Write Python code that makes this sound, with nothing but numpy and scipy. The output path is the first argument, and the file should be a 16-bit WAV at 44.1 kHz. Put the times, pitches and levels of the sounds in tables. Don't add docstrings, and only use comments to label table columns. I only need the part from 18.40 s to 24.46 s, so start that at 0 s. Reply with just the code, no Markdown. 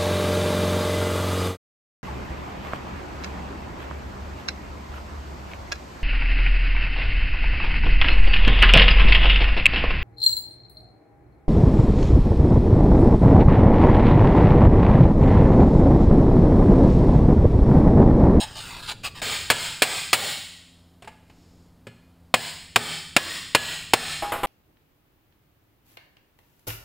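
import sys
import numpy as np
from scipy import signal
from scipy.fft import rfft, irfft
from scipy.io import wavfile

SR = 44100
rng = np.random.default_rng(int(sys.argv[2]) if len(sys.argv) > 2 else 0)


def store_pcm(level_fs):
    pcm = np.round(np.clip(level_fs, -1, 1) * 32767).astype(np.int16)
    wavfile.write(sys.argv[1], SR, np.atleast_2d(pcm).T)


N = 267246
TIME = np.arange(N) / SR
AGE = TIME[:SR // 2]
HAMMERING_FROM_S = .8175


def from_db(db):
    return 10 ** (np.asarray(db) / 20)


def rms_one(x):
    return x / np.sqrt(np.mean(x ** 2) + 1e-20)


def at_hz(points, hz):
    table = np.array(points)
    return np.interp(np.log(np.maximum(hz, 1)), np.log(table[:, 0]), table[:, 1])


def dying(age, t60):
    return np.exp(-np.log(1000) * np.maximum(age, 0) / t60)


def coloured(x, spectrum, tilt_db=0):
    hz = np.linspace(1, SR / 2, len(x) // 2 + 1)
    gain = from_db(at_hz(spectrum, hz) + tilt_db * np.log2(hz))
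    return rms_one(irfft(rfft(x) * gain, len(x)))


def add(track, s, sound):
    start = min(max(round(s * SR), 0), N)
    track[start:start + len(sound)] += sound[:N - start]


def struck(tones, detune):
    age = TIME[:SR]
    out = 0
    for hz, db, t60 in tones:
        pitch = hz * (1 + detune * rng.normal())
        swing = np.cos(2 * np.pi * pitch * age) * rng.choice([-1, 1])
        out = out + from_db(db) * swing * dying(age, t60)
    return out


def clatter(spectrum, tilt_db, chatter_s, t60):
    crowd = coloured(rng.standard_normal(len(AGE)), spectrum, tilt_db)
    shape = dying(AGE - chatter_s, t60)
    burst = crowd * shape
    return burst * np.sqrt(np.sum(shape ** 2) / np.sum(burst ** 2))


# f/Hz, level/dB
MOTOR_TONES = [(86.1, -62), (172.3, -61), (258.4, -66)]
# f/Hz, relative level/dB
AIR_COLOUR = [(25, -18), (85, 0.5), (130, -17.5), (200, -10), (265, -9.5), (400, -17.5), (600, -16.5),
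              (1000, -21.5), (2500, -32.5), (5000, -34), (7500, -42), (11000, -44), (15000, -46.5)]
# f/Hz, relative level/dB
RUMBLE_COLOUR = [(20, -2), (40, -4.5), (110, -0.5), (200, -12.5), (500, -17.5), (2000, -66)]
# t/s, level/dB
RUMBLE_LEVELS = [(0, -47.5), (.8, -45.5), (2.3, -68), (3.2, -57), (3.7, -69), (4.3, -58.5), (6.06, -50)]
def background():
    hum = 0
    for hz, db in MOTOR_TONES:
        waver = coloured(rng.standard_normal(N), [(3, 0), (12, -18), (40, -60), (200, -120)])
        hum = hum + from_db(db) * np.sqrt(2) * np.sin(2 * np.pi * hz * TIME + .45 * waver)
    air = from_db(-59.5) * coloured(rng.standard_normal(N), AIR_COLOUR)
    mid, side = (coloured(white, RUMBLE_COLOUR) for white in rng.standard_normal((2, N)))
    rumble = mid + from_db(-21) * side * np.array([[1], [-1]])
    rumble_db = np.interp(TIME, *np.transpose(RUMBLE_LEVELS))
    return hum + air + from_db(rumble_db) * rumble


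# f/Hz, relative level/dB
ROOM_COLOUR = [(100, -1), (1000, -1), (14000, -1.5)]
# f/Hz, fade/s
ROOM_FADES = [(100, 0.86), (500, 0.43), (1200, 0.64), (3000, 0.89), (8000, 0.84), (14000, .68)]
def workshop_echo(colour=ROOM_COLOUR, tilt_db=0, build_s=0.0038):
    age = TIME[:3 * SR // 2]
    hz = np.linspace(0, SR / 2, len(age) // 2 + 1)
    octaves = np.log2(np.maximum(hz, 1) / 2500)
    spectrum = rfft(rng.standard_normal(len(age))) * from_db(at_hz(colour, hz) + tilt_db * octaves)
    edges = np.geomspace(80, SR / 2, 21)
    echo = 0
    for low, high in zip(edges, edges[1:]):
        band = irfft(spectrum * (hz >= low) * (hz < high), len(age))
        echo = echo + band * dying(age, at_hz(ROOM_FADES, np.sqrt(low * high)))
    return echo * (1 - np.exp(-age / build_s))


def stroke(s, length_s, attack_s, release_t60_s, sag_db_per_s=19):
    age = TIME - s
    rise = np.clip(age / attack_s, 0, 1)
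    sag = from_db(-sag_db_per_s * np.maximum(age, 0))
    return rise * sag * dying(age - length_s, release_t60_s)


# f/Hz, relative level/dB
RUB_COLOUR = [(100, -21.5), (180, -8), (300, 5), (480, -14.5), (1200, -23.5), (3500, -19.5), (6000, -9),
              (8000, -20), (11000, -34), (15000, -42)]
def glove_rub():
    speed = stroke(s=2.82, length_s=0.44, attack_s=0.21, release_t60_s=.7)
    return from_db(-55.5) * speed * coloured(rng.standard_normal(N), RUB_COLOUR)


# f/Hz, relative level/dB
HOLLOW_COLOUR = [(50, -1.5), (150, -17), (350, -5.5), (620, -6.5), (800, -3), (1000, -5), (1250, -6),
                 (1900, -15.5), (3000, -18), (5000, -38), (10000, -27), (12000, -14.5), (15000, -37)]
# f/Hz, relative level/dB, fade/s
PANEL_TONES = [(651, 0, .1), (807, 0, .75), (942, -15, .4), (1125, -13, .5), (1230, -13, .3),
               (1674, -16, .4), (2218, -19, .4)]
# t/s, level/dB, brightness/(dB per octave), ring compared with the bump/dB
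BUMPS = [(5.8231, -30, 1, 5), (5.9208, -24, 1.5, -13), (6.0331, -22, 0.5, -5)]
def panel_bumps(room):
    rattle, ring = np.zeros((2, N))
    for s, db, tilt_db, ring_db in BUMPS:
        knock = clatter(HOLLOW_COLOUR, tilt_db, chatter_s=.004, t60=.05)
        shudder = clatter(HOLLOW_COLOUR, tilt_db, chatter_s=.015, t60=.22)
        add(rattle, s, from_db(db) * (knock + shudder))
        add(ring, s, from_db(db + ring_db) * struck(PANEL_TONES, detune=.008))
    return rattle + ring + from_db(-6) * signal.fftconvolve(rattle, room)[:N]


# f/Hz, relative level/dB
RASP_COLOUR = [(240, -47), (400, -20.5), (873, -1.5), (2190, -7.5), (3410, -4), (5230, -9.5), (6000, -6),
               (8800, -12.5), (11900, -16), (13100, -19), (15500, -20.5)]
# f/Hz, width/Hz, relative level/dB
SQUEAL_TONES = [(848, 60, 0.5), (1676, 16, -4.5), (3850, 350, -5), (5140, 360, -10.5), (6640, 110, -13.5),
                (8300, 150, -8)]
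# t/s, length/s, level/dB, squeal compared with rasp/dB
PUSHES = [(-0.008, 0.051, -26, 4.5), (0.051, 0.11, -43, -10.5), (0.151, .26, -34.5, -13.5),
          (0.417, .065, -37.5, -14), (0.476, .046, -28.5, -8.5), (0.631, 0.043, -27, -6),
          (0.745, 0.057, -39.5, -7.5)]
def sheet_slide(room, slips_per_s, spread_db):
    sizes = from_db(spread_db * np.minimum(rng.exponential(1, N), 4)) * rng.choice([-1, 1], N)
    slips = sizes * (rng.random(N) < slips_per_s / SR)
    spot_times = np.linspace(0, HAMMERING_FROM_S, 9)
    rasp = np.zeros(N)
    for s in spot_times:
        share = np.sqrt(np.maximum(1 - np.abs(TIME[:SR] - s) / spot_times[1], 0))
        tick = clatter(RASP_COLOUR, tilt_db=0, chatter_s=0, t60=0.023)
        add(rasp, 0, share * rms_one(signal.fftconvolve(slips[:SR], tick)[:SR]))
    squeal = rms_one(sum(from_db(db) * signal.lfilter(*signal.iirpeak(hz, hz / width, fs=SR), slips)
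                         for hz, width, db in SQUEAL_TONES))
    out = np.zeros(N)
    for s, length_s, db, squeal_db in PUSHES:
        speed = stroke(s, length_s, attack_s=0.016, release_t60_s=0.062)
        grip = from_db(squeal_db)
        out += from_db(db) * speed * (rasp + grip * squeal) / np.sqrt(1 + grip ** 2)
    return out + from_db(-16.5) * signal.fftconvolve(out, room)[:N]


# f/Hz, relative level/dB
CLANG_COLOUR = [(20, -46.5), (60, -25.5), (150, -6), (300, -6), (450, 2), (800, -1), (1050, -3.5),
                (1600, -5), (2500, -2.5), (3500, -10), (5000, -12.5), (9000, -15.5), (11000, -19),
                (15000, -25.5)]
# f/Hz, relative level/dB, fade/s
SHEET_TONES = [(1254, -32, .25), (1701, -16, .29), (2062, -14, .08), (2430, -9, .08), (2820, -27, .35),
               (3066, -22, .25), (3385, -29, .4), (4190, -30, .6), (7831, -35, .45), (10300, -41, .4)]
# f/Hz, relative level/dB, fade/s
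VISE_TONES = [(115.2, -24.5, 0.22), (154, -39.5, 0.94), (234, -29, 0.31), (403, -23, 0.05)]
def hit_on_vise(db, tilt_db, chatter_s, ring_db, thud_db, sheet_detune, vise_detune):
    clang = from_db(db) * clatter(CLANG_COLOUR, tilt_db, chatter_s, t60=.07)
    ring = from_db(ring_db) * struck(SHEET_TONES, sheet_detune)
    thud = from_db(thud_db) * struck(VISE_TONES, vise_detune)
    return np.pad(clang, (0, len(ring) - len(clang))) + ring + thud


# t/s, clang level/dB, brightness/(dB per octave), ring/dB, thud/dB, knock f/Hz, knock/dB
TAPS = [(2.6225, -42, .3, -55, -30, 600, -50), (2.645, -47, 0, -55, -36, 400, -47),
        (2.675, -38, -.3, -43, -28, 870, -30), (2.898, -51, -.2, -64, -44, 430, -50),
        (3.469, -40, 0, -35, -17, 540, -36)]
def light_taps(room):
    out = np.zeros(N)
    for s, db, tilt_db, ring_db, thud_db, knock_hz, knock_db in TAPS:
        add(out, s, hit_on_vise(db, tilt_db, chatter_s=.003, ring_db=ring_db, thud_db=thud_db,
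                                sheet_detune=0.00394, vise_detune=0.0066))
        knock = np.sin(2 * np.pi * knock_hz * AGE) * dying(AGE, t60=.05)
        add(out, s, from_db(knock_db) * knock)
    return out + from_db(-8) * signal.fftconvolve(out, room)[:N]


# f/Hz, relative level/dB
BLOW_ECHO_COLOUR = [(100, -4), (250, -7.5), (500, 3.5), (900, 1), (1300, -2), (2000, -1), (3200, -2),
                    (5000, -4), (8000, -6), (11000, -14), (14500, -13.5)]
def blow_echo(tilt_db, ripple_db):
    hz = np.arange(60, 16000, 90)
    levels_db = at_hz(BLOW_ECHO_COLOUR, hz) + ripple_db * rng.standard_normal(len(hz))
    return workshop_echo(np.column_stack([hz, levels_db]), tilt_db)


# f/Hz, relative level/dB, fade/s
OVERTONES = [(3115, -30.5, 0.89), (3220, -32.5, 1), (3474, -31, 0.7), (4190, -28.5, 0.81), (4260, -33, .8),
             (4760, -33, .8), (5168, -32.5, 1), (6850, -35, 1), (6800, -36.5, 0.3), (7815, -34, .8),
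             (8700, -35, .7), (8935, -35, 1), (9900, -36, 1)]
# t/s, clang level/dB, chatter/s, brightness/(dB per octave),
# boost of the tail (overtones and echo)/dB, ring/dB, thud/dB
BLOWS = [(0.792, -5.5, 0.0097, 1.3, 6.5, -8, -5), (1.1013, -5, 0.015, 2.35, 5, -1.5, 0.5),
         (1.4203, -5, 0.015, 2.5, 6, -5.5, -1.5), (1.7306, -4, 0.015, 3.5, 6, -28, 0),
         (3.9406, -4.5, 0.0041, 0.5, -1.5, -6, 0), (4.3598, 0.5, 0.0014, 0.5, -1.5, -12, 7),
         (4.7647, 0.5, 0.0056, 0.5, -0.5, 1.5, -4.5), (5.1489, 0, 0.0056, 1.5, 0, 5, 4.5),
         (5.5349, 1, 0.0047, 1, 0.5, -18, 7.5)]
def hammering():
    out = np.zeros(N)
    for s, db, chatter_s, tilt_db, tail_db, ring_db, thud_db in BLOWS:
        add(out, s, hit_on_vise(db, tilt_db, chatter_s, ring_db, thud_db,
                                sheet_detune=0.0044, vise_detune=0.019))
        add(out, s, from_db(db + tail_db - 2) * struck(OVERTONES, detune=.0015))
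        add(out, s, from_db(db + tail_db - 10) * blow_echo(0.22 * tilt_db, ripple_db=3))
    return out


def volume_control(x, threshold_db, range_db, attack_s, release_db_per_s, sense_s):
    def lag(v, seconds):
        memory = np.exp(-1 / (seconds * SR))
        return signal.lfilter([1 - memory], [1, -memory], v)
    level_db = 10 * np.log10(lag(x ** 2, sense_s) + 1e-12)
    excess_db = np.clip(level_db - threshold_db, 0, range_db)
    recovery_db = release_db_per_s * TIME
    cut_db = np.maximum.accumulate(excess_db + recovery_db) - recovery_db
    return x * from_db(-lag(lag(cut_db, attack_s), attack_s))


def scene():
    room = workshop_echo()
    room = room / np.sqrt(np.sum(room ** 2))
    vise = volume_control(hammering() + light_taps(room), threshold_db=-17, range_db=37,
                          attack_s=0.0031, release_db_per_s=94, sense_s=0.0033)
    bench = sheet_slide(room, slips_per_s=3600, spread_db=2.5)
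    return vise * (TIME > HAMMERING_FROM_S) + bench + glove_rub() + panel_bumps(room) + background()


# f/Hz, width/Hz, level/dB
MIC_DIPS = [(5846, 910, -10.5), (6225, 920, -8), (11750, 4800, -28)]
def record(dry):
    x = np.tanh(dry)
    for hz, width_hz, db in MIC_DIPS:
        width = np.tan(np.pi * width_hz / SR) * np.array([1, 0, -1])
        centre = np.array([1, -2 * np.cos(2 * np.pi * hz / SR), 1])
        x = signal.lfilter(centre + width * from_db(db), centre + width, x)
    hiss = from_db(-72.5) * rng.standard_normal(N)
    x = np.clip(x + hiss, -.58, .58)
    treble_cut = signal.cheby1(10, .05, 15500, fs=SR, output="sos")
    return signal.sosfiltfilt(treble_cut, x)


dry = scene()
out = record(dry)
store_pcm(out)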